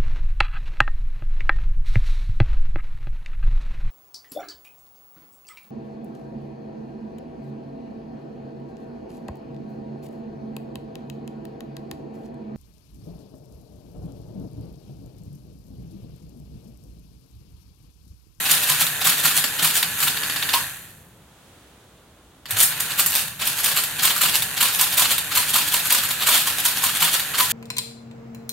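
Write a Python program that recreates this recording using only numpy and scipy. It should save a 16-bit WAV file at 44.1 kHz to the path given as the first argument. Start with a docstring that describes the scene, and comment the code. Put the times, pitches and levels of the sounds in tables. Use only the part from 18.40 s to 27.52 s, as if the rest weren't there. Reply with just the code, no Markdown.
"""A motor-driven mechanical calculator, cover off, works on a table in a quiet room. From the start its
motor hums and its gears whirr. Each turn of the main shaft throws rows of steel levers against their
stops, and the side plate booms. Near 2 s the carriage clicks along and hits its stop; the power goes
off and the machine coasts down. Near 4 s a key starts the next calculation: levers set up, the motor
pauses briefly, and from 5 s runs of clattering turns follow one another to the end."""
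import sys
import numpy as np
from scipy.fft import rfft, irfft, next_fast_len
from scipy.io import wavfile
from scipy.ndimage import map_coordinates

SR = 44100
rng = np.random.default_rng(int(sys.argv[2]) if len(sys.argv) > 2 else 0)


def unload_audio(sound):
    """Save the sound as a 16-bit wav file, at the path given as the first command line argument."""
    columns = np.transpose(np.atleast_2d(sound))
    # keep every value between -1 and 1, then stretch to whole-number steps
    steps = np.round(np.clip(columns, -1, 1) * 32767)
    wavfile.write(sys.argv[1], SR, steps.astype(np.int16))


N = 402176
T = np.arange(N) / SR
SIZE = next_fast_len(N + SR, real=True)
HZ = np.fft.rfftfreq(SIZE, 1 / SR)
TOP_HZ = 15780


def amp(db):
    """Turn decibels into a number to multiply by."""
    return 10 ** (np.asarray(db) / 20)


def unit(x):
    """Scale a signal to an average power of 1."""
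    return x / np.sqrt(np.mean(np.abs(x) ** 2) + 1e-20)


def along(points):
    """Join (pitch_hz, value) points into a curve over all pitches."""
    pitch_hz, values = np.transpose(points)
    return np.interp(np.log(HZ + 1), np.log(pitch_hz + 1), values)


def curves(rows, t=T):
    """Read each column after a table's time column at the times t."""
    time_s, *columns = np.transpose(rows)
    return [np.interp(t, time_s, column) for column in columns]


def wobble(rate):
    """A smooth random curve through `rate` new values a second."""
    return map_coordinates(rng.standard_normal(int(N * rate / SR) + 4), [T * rate])


def filtered(x, response):
    """Make each pitch in x louder or softer, as the response says."""
    return irfft(rfft(x, SIZE) * response, SIZE)[..., :N]


def colour(points):
    """A filter shaped by (pitch_hz, level_db) points that keeps the power of white noise."""
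    cepstrum = irfft(np.log(amp(along(points))), SIZE)
    # folding makes the filter ring after a hit, never before it
    cepstrum[1:SIZE // 2] *= 2
    cepstrum[SIZE // 2 + 1:] = 0
    response = np.exp(rfft(cepstrum))
    return response / np.sqrt(np.mean(np.abs(response) ** 2 * (HZ < TOP_HZ)))


def resonances(notes, hz=HZ):
    """A filter that rings at each (pitch_hz, width_hz, level_db); narrow notes ring longer."""
    return sum(amp(db) * 1j * hz * width / (pitch ** 2 - hz ** 2 + 1j * hz * width)
               for pitch, width, db in notes)


# the room's tone: pitch_hz, level_db
ROOM_TONE = [(25, -19), (60, 3), (110, -1), (250, -5), (500, -8), (1500, -17), (2100, -22.5), (3500, -22),
             (5200, -30.5), (6600, -28), (10000, -29), (15500, -36)]
# the swell of its hiss: time_s, level_db
HISS_LEVELS = [(2.7, -51), (3.1, -46), (3.7, -50)]
def air(split_hz=1200, rumble_db=-54):
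    """Faint room noise: a steady low rumble under a hiss that swells a little."""
    noise = unit(filtered(rng.standard_normal((2, N)), colour(ROOM_TONE)))
    hiss = filtered(noise, HZ ** 2 / (HZ ** 2 + split_hz ** 2))
    return (noise - hiss) * amp(rumble_db) + hiss * amp(curves(HISS_LEVELS)[0])


# when the motor has no power: off_s, on_s
POWER_OFF = [(2.2, 4.05), (4.811, 4.99)]
def coasting(t=T, spin_up_s=.015):
    """Seconds spent slowing down; the count falls quickly to zero when the power returns."""
    return sum(np.clip(t - off_s, 0, on_s - off_s) * np.exp(-np.maximum(t - on_s, 0) / spin_up_s)
               for off_s, on_s in POWER_OFF)


def motor_turns(full_speed_hz=146.8, sag_hz_per_s=45, sway=.0054):
    """Count the turns of the motor shaft, whose speed sways a little and sags when it coasts."""
    speed_hz = (full_speed_hz - sag_hz_per_s * coasting()) * (1 + sway * wobble(7))
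    return np.cumsum(speed_hz) / SR


# how the running parts grow louder and softer: time_s, whirr_db, treble_db, drive_db, hum_db
RUNNING_LEVELS = [(0, -28, -23.5, -39.5, 2), (.6, -32, -28.5, -37.5, 3), (1.5, -32.5, -28.5, -41, 3),
                  (2.1, -32, -28, -37, 3.5), (4.2, -32, -32, -41, -1), (5.3, -33.5, -31, -45.5, 0.5),
                  (9.1, -33, -30.5, -42, 1)]
# the notes of the hum: cycles_per_turn, level_db
HUM_NOTES = [(1, -63), (2, -58), (3, -58)]
# the tone of the rumbling table: pitch_hz, level_db
TABLE_TONE = [(25, -12.5), (55, -29), (80, 1.5), (110, 1.5), (160, 4), (200, -2.5), (260, -14.5),
              (350, -35), (800, -52)]
def motor(turns, waver_db=2, hum_fade_db_per_s=170, rumble_db=-46.5, rumble_fade_db_per_s=18):
    """The motor hums at multiples of its speed while the machine rumbles on the table."""
    hum = sum(amp(db + waver_db * wobble(12)) * np.sqrt(2) * np.sin(2 * np.pi * cycles * turns)
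              for cycles, db in HUM_NOTES)
    hum *= amp(curves(RUNNING_LEVELS)[3] - hum_fade_db_per_s * coasting())
    rumble = unit(filtered(rng.standard_normal((2, N)), colour(TABLE_TONE)))
    rumble *= amp(rumble_db - rumble_fade_db_per_s * coasting())
    return rumble + hum * np.array([[1], [0]])  # the hum sits in the middle


def steel_ring(fade_s, attack_s, uneven_db):
    """A steel part rings at so many pitches that it sounds like noise; it drops 60 dB in fade_s."""
    t = np.arange(SR // 2) / SR
    hz = np.fft.rfftfreq(len(t), 1 / SR)
    own_tone = amp(uneven_db * map_coordinates(rng.standard_normal(50), [49 * np.sqrt(hz / hz[-1])]))
    ring = irfft(rfft(rng.standard_normal((2, len(t)))) * own_tone, len(t))
    ring *= amp(-60 * t / fade_s) * (1 - np.exp(-t / attack_s))
    return ring / np.linalg.norm(ring, axis=1, keepdims=True)


# the tone of steel hit flat, and hit on an edge: pitch_hz, level_db
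BODY_TONE = [(100, -28.5), (230, -7), (360, -15.5), (560, -10), (780, -5), (1150, -2), (1450, 0.5),
             (1880, -3), (2020, -3.5), (2300, 1.5), (4300, 1.5), (5300, -5), (6300, -13), (7500, -13),
             (10000, -31)]
EDGE_TONE = [(3500, -34.5), (5600, -12.5), (7100, -2), (9000, 0), (10500, 0), (12000, 0.5), (13800, 1),
             (15700, -4)]
# the notes the frame rings at: pitch_hz, width_hz, level_db
FRAME_NOTES = [(764, 21, -1.5), (848, 16, -5), (1402, 12, -11.5), (1706, 37, -4), (1840, 23, -6),
               (3640, 41, -1), (4490, 100, -8.5), (9500, 26, -18), (14020, 120, -29)]
def strike(times, parts, body, edge, snap_s, attack_s, ring_s, ring_db, side_db, uneven_db):
    """Each hit lands on one of a few steel parts: a snap, then the ring of the works and the room."""
    samples = np.clip(times * SR, 0, N).astype(int)
    body_tone = colour(BODY_TONE)
    edge_tone = np.abs(colour(EDGE_TONE)) * body_tone / np.abs(body_tone)  # rings in step with the body
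    spectrum = 0
    for part in np.unique(parts):
        body_hits = rfft(np.bincount(samples, body * (parts == part)), SIZE)
        edge_hits = rfft(np.bincount(samples, edge * (parts == part)), SIZE)
        snap = steel_ring(snap_s, attack_s, uneven_db) * amp([[0], [side_db]])
        ring = steel_ring(ring_s, attack_s, uneven_db) * amp(ring_db)
        spectrum += (body_hits * body_tone + edge_hits * edge_tone) * rfft(snap + ring, SIZE)
    return irfft(spectrum * (1 + resonances(FRAME_NOTES)), SIZE)[:, :N]


def gear_levels(t, load_db=.5, whirr_fade_db_per_s=70, treble_fade_db_per_s=60):
    """The whirr is louder while the gears drive the main shaft; whirr and treble fade as they coast."""
    loaded = sum(np.abs(t - stroke_s - TURN_S / 4) < TURN_S / 2 for stroke_s, *_ in MAIN_TURNS)
    whirr_db, treble_db = curves(RUNNING_LEVELS, t)[:2]
    return (whirr_db + load_db * loaded - whirr_fade_db_per_s * coasting(t),
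            treble_db - treble_fade_db_per_s * coasting(t))


# the tone of the gear case: pitch_hz, level_db
GEAR_CASE_TONE = [(300, -1), (1000, 2), (2500, 0), (4200, -1.5), (5200, -8), (6300, -1), (7400, -4),
                  (12800, -1), (14600, -6)]
def gears(turns, scatter_db=3, throb_db=2.5, gain_db=-1.53, count=30000):
    """Gear teeth tick so fast that they whirr, harder at one point of every motor turn."""
    times = (np.arange(count) + rng.random(count)) / count * N / SR
    throb = throb_db * np.sin(2 * np.pi * np.interp(times, T, turns + .21 * wobble(50)))
    force = unit(amp(scatter_db * rng.standard_normal(count) + throb)) * np.sqrt(N / count)
    force *= rng.choice([-1, 1], count)
    whirr_db, treble_db = gear_levels(times)
    wheels = rng.integers(4, size=count)
    ticks = strike(times, wheels, force * amp(whirr_db), force * amp(treble_db),
                   snap_s=.01, attack_s=.00049, ring_s=.12, ring_db=-6.5, side_db=-2, uneven_db=1.5)
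    return filtered(ticks, amp(along(GEAR_CASE_TONE) + gain_db))


def drive(turns, pitch_hz=1720, width_hz=520, throb_db=2, fade_db_per_s=60):
    """The drive that gears the motor down whirrs around one pitch, throbbing with each motor turn."""
    whirr = filtered(rng.standard_normal((2, N)), resonances([(pitch_hz, width_hz, 0)]) ** 2)
    throb = amp(throb_db * np.sin(2 * np.pi * turns))
    return unit(whirr * throb) * amp(curves(RUNNING_LEVELS)[2] - fade_db_per_s * coasting())


TURN_S = .183  # one turn of the main shaft
# each turn of the main shaft: stroke_s, feed_db, stroke_db, carry_db, boom_db
MAIN_TURNS = [(.111, -24.5, -19.5, -26.5, -32), (.292, -29, -22, -26.5, -30.5),
              (.667, -22.5, -19, -24, -32.5), (.852, -27.5, -19.5, -25, -41), (1.245, -23.5, -21, -27, -33),
              (5.069, -32, -25.5, -34, -39.5), (5.257, -24, -24.5, -25.5, -46),
              (5.646, -22, -21.5, -22.5, -32), (5.831, -21, -22.5, -23, -34),
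              (6.226, -21.5, -23, -24, -27.5), (6.409, -24.5, -21.5, -27.5, -27),
              (6.594, -20.5, -21, -21.5, -26), (6.971, -23.5, -21.5, -28.5, -25.5),
              (7.156, -22.5, -21, -24, -25.5), (7.338, -27, -23.5, -27.5, -26.5),
              (7.520, -21, -21.5, -22.5, -29.5), (7.705, -31.5, -27, -43, -42),
              (7.886, -20.5, -22, -26, -23), (8.072, -34.5, -24, -32, -30), (8.254, -33.5, -21, -29, -25.5),
              (8.436, -32, -22, -26.5, -26), (8.621, -26, -20.5, -23.5, -26.5),
              (8.999, -23.5, -20.5, -30, -26)]
# the cams, bumps on the shaft that each throw a row of levers, by name: delay_s, length_s, treble_db
CAM_THROWS = {"clutch": (-.055, .014, -4), "feed": (-.018, .013, 3.9), "stroke": (0, .013, 4.4),
              "carry": (.024, .014, 2.2), "settle": (.052, .02, -1), "return": (.106, .032, 3.6)}
def lever_rows(clutch_db=-25, settle_gain_db=-2.5, return_db=-30, last_return_db=-24.5):
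    """Every turn works the same cams; the clutch bites before a run and the last return is hardest."""
    stroke_s, feed_db, stroke_db, carry_db, _ = np.transpose(MAIN_TURNS)
    first, last = run_ends()
    throws = {"clutch": (stroke_s[first], np.full(first.sum(), clutch_db)),
              "feed": (stroke_s, feed_db),
              "stroke": (stroke_s, stroke_db),
              "carry": (stroke_s, carry_db),
              "settle": (stroke_s, carry_db + settle_gain_db),
              "return": (stroke_s, np.where(last, last_return_db, return_db))}
    return [(turn_s + delay_s, length_s, level_db, treble_db)
            for cam, (delay_s, length_s, treble_db) in CAM_THROWS.items()
            for turn_s, level_db in zip(*throws[cam])]


def run_ends():
    """Mark which turns open and which close a run of back-to-back turns."""
    pause = np.diff(np.transpose(MAIN_TURNS)[0]) > 1.5 * TURN_S
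    return np.r_[True, pause], np.r_[pause, True]


# extra lever rattles from setting up, shifting or a long carry, and one faint rub as the drive
# coasts down: start_s, length_s, level_db, treble_db (added to level_db)
EXTRA_RATTLES = [(1.586, .013, -32, 5.5), (1.622, .02, -25, 5), (1.673, .014, -22, -1),
                 (2.136, .011, -18.5, -3.5), (2.149, .01, -31.5, 11), (2.457, 0.054, -60, -5),
                 (4.168, .009, -26.5, 2.5), (4.188, .032, -24, 8), (4.226, .014, -26.5, 13.5),
                 (4.402, .0099, -26.5, 5.5), (4.501, .023, -31, 1.5), (4.588, .02, -22, 7.5),
                 (4.728, .07, -27.5, 4.5), (4.996, .0093, -32, -3.5), (7.807, .03, -28, -17),
                 (7.921, .05, -22.5, 2)]
def levers(scatter_db=3, edge_db=-1.34, edge_scatter_db=3, spread=2, lead_s=.002, count=32):
    """The levers of a row hit their stops one after another, hardest in the middle of the row."""
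    start_s, length_s, level_db, treble_db = np.transpose(lever_rows() + EXTRA_RATTLES)[..., None]
    place = (np.arange(count) + rng.random((len(start_s), count))) / count - .5  # 0 is mid-row
    times = start_s + length_s * (.5 + spread * place) - lead_s
    force = amp(scatter_db * rng.standard_normal(times.shape)) / (1 + (4.13 * place) ** 2)
    force *= amp(level_db) * np.sqrt(length_s * SR) / np.linalg.norm(force, axis=1, keepdims=True)
    # some levers land flat and dull, others on an edge
    treble_db = treble_db + rng.normal(edge_db, edge_scatter_db, times.shape)
    # a row strikes three neighbouring parts out of nine, so each stroke has its own ring
    parts = (np.arange(len(start_s))[:, None] + rng.integers(3, size=times.shape)) % 9
    return strike(times.ravel(), parts.ravel(), force.ravel(), (force * amp(treble_db)).ravel(),
                  snap_s=.0095, attack_s=.00035, ring_s=.32, ring_db=-1.5, side_db=-12, uneven_db=3)


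# the machine thumping on the table: start_s, pitch_hz, level_db
TABLE_THUMPS = [(.10, 157, -40), (0.291, 146, -37.5), (0.419, 160, -39), (0.651, 169.4, -36.5),
                (0.839, 156.2, -35.5), (0.972, 149, -38.5), (1.219, 162.7, -33), (1.617, 150.7, -40.5),
                (4.119, 107, -36), (5.84, 166, -43), (8.609, 163, -35)]
def thumps(fade_s=.26, attack_s=.014, gain_db=9):
    """The machine rocks on its rubber feet, making a short low note each time."""
    sound = np.zeros(N + SR)
    t = np.arange(SR // 2) / SR
    for start_s, pitch_hz, level_db in TABLE_THUMPS:
        swing = amp(level_db + gain_db - 60 * t / fade_s) * (1 - np.exp(-t / attack_s))
        sound[int(start_s * SR):][:len(t)] += swing * np.sin(2 * np.pi * (pitch_hz * t + rng.random()))
    return sound[:N]


# the notes the side plate rings at: pitch_hz, width_hz, level_db
PLATE_NOTES = [(991, 12, 11.5), (1089, 23, 6.5), (1285, 45, -14), (1400, 37, -14)]
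def side_plate(gain_db=26, shudder_db=-2, fade_s=.17, detune=.041):
    """Each stroke or carriage bounce sets the side plate booming with a different mix of its notes."""
    t = np.arange(SR // 4) / SR
    hz = np.fft.rfftfreq(len(t), 1 / SR)
    sound = np.zeros(N + SR)
    strokes = [(stroke_s, boom_db) for stroke_s, *_, boom_db in MAIN_TURNS]
    for start_s, level_db in strokes + carriage_bounces():
        shudder = rng.standard_normal(len(t)) * amp(-60 * t / fade_s)
        shudder *= amp(shudder_db) / np.linalg.norm(shudder)
        shudder[0] += 1  # the blow itself
        notes = unit(resonances(PLATE_NOTES, hz * (1 + detune * rng.uniform(-1.07, 1))))
        boom = irfft(rfft(shudder) * notes, len(t))
        sound[int(start_s * SR):][:len(t)] += amp(level_db + gain_db) * boom
    return sound[:N]


def pawl(pitch_hz=11350, fade_s=.024, attack_s=.00061, level_db=-14, lead_s=.052):
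    """A small steel catch pings, short and very high, whenever the shaft runs on into another turn."""
    t = np.arange(SR // 10) / SR
    ping = np.sin(2 * np.pi * pitch_hz * t) * amp(-60 * t / fade_s) * (1 - np.exp(-t / attack_s))
    first, _ = run_ends()
    start_s = np.transpose(MAIN_TURNS)[0][~first] - lead_s
    hits = np.bincount((start_s * SR).astype(int))
    return amp(level_db) * filtered(hits, rfft(ping, SIZE))


# the key and single latches, most of them ending a run: start_s, level_db, treble_db (added to level_db)
LATCH_CLICKS = [(.467, -26.5, 1.5), (1.04, -19.5, -1), (1.427, -19.5, -2), (1.603, -26, 5),
                (4.056, -34, -9), (4.108, -30.5, 10), (4.322, -31, -14), (4.661, -27, 13), (4.879, -36, 4),
                (5.436, -27.5, 6), (6.022, -25, 5), (6.781, -24.5, 4), (8.796, -24.5, 2)]
def latches(bounce_s=.004, loss_db=4, gain_db=22, count=4):
    """A latch, the key or the carriage ratchet snaps home and chatters, each bounce weaker."""
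    start_s, level_db, treble_db = np.transpose(LATCH_CLICKS + carriage_steps())[..., None]
    bounce = np.arange(count)
    jitter = (rng.random((len(start_s), count)) - .5) * (bounce > 0)
    times = start_s + bounce_s * (bounce + jitter)
    force = amp(level_db + gain_db - loss_db * bounce)
    parts = rng.integers(3, size=times.size)
    return strike(times.ravel(), parts, force.ravel(), (force * amp(treble_db)).ravel(),
                  snap_s=.02, attack_s=.0005, ring_s=.3, ring_db=-2.5, side_db=-7, uneven_db=3.5)


def carriage_steps(start_s=1.768, step_s=.0643, first_db=-25.5, rise_db=.75, treble_db=-6.5, count=6):
    """The carriage clicks along its ratchet in even steps, each a little harder than the one before."""
    return [(start_s + k * step_s, first_db + k * rise_db, treble_db) for k in range(count)]


def carriage_bounces(start_s=2.138, bounce_s=.021, first_db=-23, loss_db=3.5, count=4):
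    """The carriage hits its stop and bounces, more weakly each time."""
    return [(start_s + k * bounce_s, first_db - k * loss_db) for k in range(count)]


# how wide each pitch spreads between left and right: pitch_hz, side_db
STEREO_WIDTH = [(100, -21), (250, -13), (500, -10.5), (1000, -11), (2000, -4), (4000, -1), (14000, -1.5)]
def scene():
    """Mix it all: mid is what both ears share, side is how they differ. Bass is central, clatter wide."""
    turns = motor_turns()
    mid, side = levers() + latches() + gears(turns) + drive(turns) + motor(turns) + air()
    mid = mid + side_plate() + thumps() + pawl()
    side = filtered(side, amp(along(STEREO_WIDTH)))
    return np.array([mid + side, mid - side])


# the balance of the two microphones: pitch_hz, left_minus_right_db
MIC_BALANCE = [(100, 0), (500, -0.8), (2000, -2), (4000, -0.5), (10000, 0.7)]
def record(dry, ceiling=.95):
    """The microphones lean a little to one side, round off the peaks and hear nothing above TOP_HZ."""
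    lean_db = along(MIC_BALANCE) / 2
    sound = filtered(dry, amp([lean_db, -lean_db]))
    sound = sound / (1 + (sound / ceiling) ** 6) ** (1 / 6)
    return filtered(sound, HZ < TOP_HZ)


dry = scene()
out = record(dry)
unload_audio(out)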